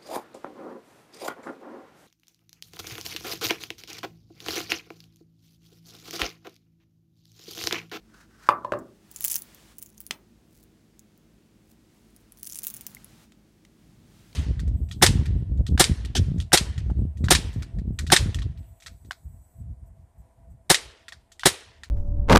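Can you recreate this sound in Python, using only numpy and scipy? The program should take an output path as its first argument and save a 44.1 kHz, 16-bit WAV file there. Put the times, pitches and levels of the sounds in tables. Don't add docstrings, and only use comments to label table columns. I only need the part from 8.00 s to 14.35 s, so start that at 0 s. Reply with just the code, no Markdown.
import sys
import numpy as np
from scipy import signal
from scipy.fft import rfft, irfft, next_fast_len
from scipy.io import wavfile
from scipy.ndimage import map_coordinates

SR = 44100
rng = np.random.default_rng(int(sys.argv[2]) if len(sys.argv) > 2 else 0)


def to_wav(s):
    ch = np.atleast_2d(s).T
    pcm = np.round(np.clip(ch, -1, 1) * 32767)
    wavfile.write(sys.argv[1], SR, pcm.astype(np.int16))


N = 280035

# frequency in Hz, relative density in dB per Hz.
AIR_COLOUR = [(20, -31), (32, -15.5), (50, 3), (80, -8.5), (120, -7), (170, -8), (215, 1), (270, -9),
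              (320, -5.5), (490, -17), (1100, -26), (2000, -27), (6200, -31), (16000, -39.5)]
# frequency in Hz, level in dB before the trim in room_tone().
FAN_HUM = [(53.8, -69), (107.7, -70.5), (161.5, -69), (209.9, -72), (317.6, -71.5)]
# frequency in Hz, time to fall 60 dB in seconds.
ROOM_DECAY = [(120, .4), (350, 0.429), (650, 0.28), (1200, 0.3), (3000, 0.11), (8000, 0.098), (16000, 0.27)]

# start in seconds, hold in seconds, level in dB before the lift in hiss().
HISS_SWELLS = [(1.22, .5, -61), (3.92, .6, -73.5), (4.66, .58, -63), (5.84, .26, -73), (6.15, .2, -66.5)]
# frequency in Hz, relative density in dB per Hz.
HISS_COLOUR = [(200, -3), (600, 2), (2000, 0.5), (4000, -1), (8000, -4), (15000, -11)]
# start in seconds, hold in seconds, level in dB.
HAND_LEANS = [(4.75, 0.43, -57.5), (5.88, 0.73, -57)]
# frequency in Hz, relative density in dB per Hz.
RUMBLE_COLOUR = [(30, -7), (80, -5.5), (115, 0), (170, -1.5), (240, -5.5), (350, -27), (600, -37),
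                 (2000, -67)]

# start in seconds, hold in seconds, level in dB.
SLIME_PRESSES = [(2.52, 0.11, -63.5), (3.71, 0.0085, -61.5)]
# start in seconds, peak in dB, pitch in Hz.
SLIME_PLOP = (4.968, -40, 2120)

# start in seconds, level in dB before the balance of tone and snap.
TRAY_CLACKS = [(2.109, -13), (5.321, -42), (5.6505, -42.5), (6.329, -45)]
# frequency in Hz, relative level in dB, time to fall 60 dB in seconds.
TRAY_MODES = [(1450, -4.5, 0.0067), (2120, 9.5, 0.0046), (3340, -25, 0.0019)]
# frequency in Hz, gain in dB.
SNAP_COLOUR = [(50, -30.5), (170, -1), (450, -10), (750, -10.5), (1400, -6), (2600, 0), (4200, 1),
               (5200, -6), (7000, -3.5), (11000, -15), (16000, -19)]

# start in seconds, ring pitch in Hz, ring's time to fall 60 dB in seconds,
# ring peak in dB, table peak in dB, crack peak in dB before its filter.
JAR_KNOCKS = [(0.4891, 1131, 0.0074, 0.5, -17, 4), (.495, 1056, 0.015, -9, -30.5, -20),
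              (0.6473, 1008, 0.035, -20.5, -29, -20), (0.7212, 1260, 0.0027, -16, -16, -9.5),
              (0.7362, 1130, 0.0086, -18, -34, -21)]
# frequency in Hz, relative level in dB, time to fall 60 dB in seconds.
TABLE_MODES = [(116, -28, 0.22), (254, -23, .05), (402, -7, .025), (600.6, 1.5, 0.022), (706, -6, 0.017)]
# frequency in Hz, gain in dB.
SHELL_COLOUR = [(60, -24), (300, -12.5), (600, -4), (1200, -6.5), (1750, 6), (2200, -5), (4500, -12.5),
                (7000, -22), (16000, -36.5)]
# start in seconds, hold in seconds, level in dB before its flutter.
JAR_SLIDES = [(.15, 0.086, -58.5), (.32, .06, -65), (.44, 0.032, -51.5)]
# frequency in Hz, relative density in dB per Hz.
SCRAPE_COLOUR = [(300, -25.5), (900, -9.5), (1550, 0), (2100, -12), (3000, -18), (5500, -14.5), (9000, -23),
                 (16000, -31)]

# time in seconds (the click follows 1 ms later),
# nominal peak in dB before the bass cut, nominal pitch in Hz of the mode struck hardest.
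BEAD_CLICKS = [(0.7885, -38.5, 7440), (1.1134, -29, 15050), (1.1607, -21, 7190), (1.2069, -16.5, 15200),
               (1.2419, -8, 15000), (1.2473, -4.5, 15100), (1.2556, -13, 10600), (1.28, -13, 15000),
               (1.3171, -9, 10600), (1.3418, -14, 6150), (1.3559, -7.5, 15200), (1.3893, -28, 11600),
               (1.4197, -23, 11100), (1.5463, -35, 12300), (1.7834, -22.5, 15100), (1.8179, -30, 9250),
               (1.8252, -21, 15400), (1.8605, -33, 7030), (1.9784, -34.5, 6600), (2.0033, -20.5, 15150),
               (2.0647, -24.5, 10660), (2.6365, -43.5, 15310), (2.9926, -34, 6900), (3.1757, -47.5, 15300),
               (4.1628, -38, 9680), (4.321, -32, 11100), (4.4304, -20.5, 15350), (4.4709, -19.5, 10000),
               (4.4974, -24, 6010), (4.5227, -22.5, 7100), (4.556, -19, 8750), (4.5874, -16.5, 10570),
               (4.6332, -16.5, 15400), (4.6398, -16.5, 15800), (4.6476, -19, 15300), (4.6683, -11, 14300),
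               (4.681, -21.5, 15200), (4.7007, -19, 15300), (4.7396, -18.5, 14800), (4.7661, -22.5, 14900),
               (4.809, -24, 15000), (4.8657, -16, 15100), (4.9477, -26, 12000), (5.0442, -28.5, 10500)]
# frequency in Hz, relative level in dB, time to fall 60 dB in seconds.
BEAD_MODES = [(3460, -15.5, 0.005), (6210, -7.5, 0.0018), (7280, 0, 0.0025), (9520, 9, 0.0013),
              (11230, 0.5, 0.0033), (12300, -24.5, 0.0026), (14760, -2.5, 0.0048)]
# start in seconds, hold in seconds, level in dB before the lift in beads().
BEAD_JOSTLES = [(1.15, 0.062, -49), (1.245, 0.12, -32), (1.77, .29, -64.5), (3.94, .28, -76),
                (4.38, .04, -58), (4.45, 0.18, -45), (4.66, 0.036, -50.5), (4.74, 0.035, -52),
                (4.81, 0.1, -59.5)]

PATTER_RANGE_DB = 28
REBOUND_GAP_S = (0.0011, 0.006)
REBOUND_FIRST_DB, REBOUND_LOSS_DB = -8, 4.5
BOOM_BAND_HZ, BOOM_DB, BOOM_BUILD_S = (180, 350), -5.5, 0.046
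TOP_HZ = 16100


def amp(db):
    return 10 ** (np.asarray(db) / 20)


def unit(x):
    return x / np.sqrt(np.mean(x ** 2) + 1e-20)


def along(points, hz):
    f, v = np.transpose(points)
    return np.interp(np.log(hz + 1), np.log(f + 1), v)


def swell(strokes, attack_s, release_s):
    t = np.arange(N) / SR
    levels = []
    for s, hold, db in strokes:
        rising = (s - t) / attack_s
        falling = (t - s - hold) / release_s
        levels.append(db - 20 * np.maximum(np.maximum(rising, falling), 0))
    loudest = np.max(levels, axis=0)
    return amp(np.maximum(loudest, -140))


def wobble(rate):
    knots = rng.standard_normal(int(N * rate / SR) + 4)
    return map_coordinates(knots, [np.arange(N) * rate / SR])


def filtered(x, response):
    m = next_fast_len(N + 8192)
    spectrum = rfft(x, m) * response(np.fft.rfftfreq(m, 1 / SR))
    return irfft(spectrum, m)[:N]


def coloured(x, colour):
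    return filtered(x, lambda hz: amp(along(colour, hz)))


def noise(colour):
    return unit(coloured(rng.standard_normal(N), colour))


def add(track, s, sound):
    start = int(np.clip(round(s * SR), 0, N - 1))
    track[start:start + len(sound)] += sound[:N - start]


def ring(modes, t, attack, scatter_db, detune):
    hz, db, t60 = np.transpose(modes)[:, :, None]
    strength, shift = rng.standard_normal((2, len(modes), 1))
    decay = amp(db + scatter_db * strength - 60 * t / t60)
    waves = decay * np.sin(2 * np.pi * hz * np.exp(detune * shift) * t)
    sound = waves.sum(0) * (1 - np.exp(-t / attack))
    return sound / np.abs(sound).max()


def crack(t, t60):
    burst = rng.standard_normal(len(t)) * amp(-60 * t / t60)
    return burst / np.abs(burst).max()


def room(x, gap):
    hz, t, z = signal.stft(rng.standard_normal(SR // 2), SR, nperseg=256)
    decay = amp(-60 * t / along(ROOM_DECAY, hz)[:, None])
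    tail = signal.istft(z * decay, SR, nperseg=256)[1]
    tail = tail * (1 - np.exp(-(np.arange(len(tail)) / SR / gap) ** 2))
    return signal.fftconvolve(x, tail / np.linalg.norm(tail))[:N]


def room_tone():
    t = np.arange(N) / SR
    hum = np.zeros(N)
    for hz, db in FAN_HUM:
        level = amp(db + 1.1 * wobble(3.087)) * np.sqrt(2)
        hum += level * np.sin(2 * np.pi * hz * t + 0.82 * wobble(7.4))
    return amp(-60.0) * noise(AIR_COLOUR) + amp(-1.5) * hum


def hiss():
    flutter = amp(0.7 * wobble(25))
    return amp(2.5) * swell(HISS_SWELLS, attack_s=0.4, release_s=0.062) * noise(HISS_COLOUR) * flutter


def hands():
    return swell(HAND_LEANS, attack_s=0.21, release_s=0.22) * noise(RUMBLE_COLOUR)


def slime():
    pops = rng.standard_normal(N) * (rng.random(N) < 700 / SR)
    pops = unit(coloured(pops, [(1000, -26.0), (6000, -11), (16000, -10)]))
    out = swell(SLIME_PRESSES, attack_s=0.063, release_s=0.035) * pops
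    s, db, hz = SLIME_PLOP
    t = np.arange(SR // 16) / SR
    add(out, s, amp(db) * ring([(hz, 0, 0.012)], t, attack=0.0021, scatter_db=0, detune=0))
    return out


def tray():
    tone, snap = np.zeros((2, N))
    t = np.arange(SR // 16) / SR
    for s, db in TRAY_CLACKS:
        add(tone, s, amp(db - 11) * ring(TRAY_MODES, t, attack=0.0008, scatter_db=2.5, detune=0.034))
        add(snap, s, amp(db + 6.5) * crack(t, t60=0.019))
    snap = coloured(snap, SNAP_COLOUR)
    return tone + snap + amp(-9.5) * room(snap, gap=0.0065)


def jar():
    shell, cracks, wood = np.zeros((3, N))
    t = np.arange(SR // 4) / SR
    for s, hz, t60, ring_db, table_db, crack_db in JAR_KNOCKS:
        add(shell, s, amp(ring_db) * ring([(hz, 0, t60)], t, attack=0.0012, scatter_db=0, detune=0))
        add(cracks, s, amp(crack_db) * crack(t, t60=0.014))
        add(wood, s, amp(table_db) * ring(TABLE_MODES, t, attack=0.0026, scatter_db=2.0, detune=0.033))
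    cracks = coloured(cracks, SHELL_COLOUR)
    flutter = amp(2.4 * wobble(90))
    scrape = swell(JAR_SLIDES, attack_s=0.097, release_s=0.04) * noise(SCRAPE_COLOUR) * flutter
    echo = amp(-10.5) * room(shell, gap=0.0067)
    echo += amp(-4) * room(cracks, gap=0.0027)
    echo += amp(-8.0) * room(wood, gap=0.01)
    boom_filter = signal.butter(2, BOOM_BAND_HZ, "bandpass", fs=SR, output="sos")
    boom = amp(BOOM_DB) * room(signal.sosfilt(boom_filter, wood), gap=BOOM_BUILD_S)
    return shell + cracks + wood + scrape + echo + boom


def bead_click(t, hz):
    body = ring(BEAD_MODES, t, attack=0.0001, scatter_db=0, detune=0.08)
    struck = ring([(hz, 0, 0.003)], t, attack=0.0001, scatter_db=0, detune=0.008)
    click = body + amp(-2.5) * struck + amp(-8.5) * crack(t, t60=0.0041)
    return click / np.abs(click).max()


def bead_clicks(t):
    clicks = np.zeros(N)
    for s, db, hz in BEAD_CLICKS:
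        add(clicks, s + 0.001, amp(db - 0.1) * bead_click(t, hz))
        delays = np.cumsum(rng.uniform(*REBOUND_GAP_S, size=3))
        for k, delay in enumerate(delays):
            rebound_db = db + REBOUND_FIRST_DB - REBOUND_LOSS_DB * k
            add(clicks, s + delay, amp(rebound_db) * bead_click(t, hz))
    return clicks


def bead_patter(t):
    patter = np.zeros(N)
    moments = rng.uniform(0, (N - 1) / SR, size=4200)
    drops_db = rng.uniform(-PATTER_RANGE_DB, 0, len(moments))
    pitches = rng.choice(np.transpose(BEAD_MODES)[0][1:], size=64)
    shapes = np.array([bead_click(t, hz) for hz in pitches])
    for s, drop_db, shape in zip(moments, drops_db, rng.choice(shapes, len(moments))):
        add(patter, s, amp(drop_db) * shape)
    return patter


def beads():
    t = np.arange(SR // 80) / SR
    tumble = amp(18.0) * swell(BEAD_JOSTLES, attack_s=0.048, release_s=0.04)
    out = bead_clicks(t) + tumble * bead_patter(t)
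    out = signal.sosfilt(signal.butter(1, 1800, "highpass", fs=SR, output="sos"), out)
    return out + amp(-15) * room(out, gap=0.0015)


def scene():
    return (room_tone() + hiss() + hands() + slime() + tray() + jar() + beads())[None]


def record(dry):
    thin = signal.sosfilt(signal.butter(2, 36, "highpass", fs=SR, output="sos"), dry[0])
    clipped = np.clip(thin, -1, 1)
    return filtered(clipped, lambda hz: 1 / np.sqrt(1 + (hz / TOP_HZ) ** 120))[None]


dry = scene()
out = record(dry)
to_wav(out)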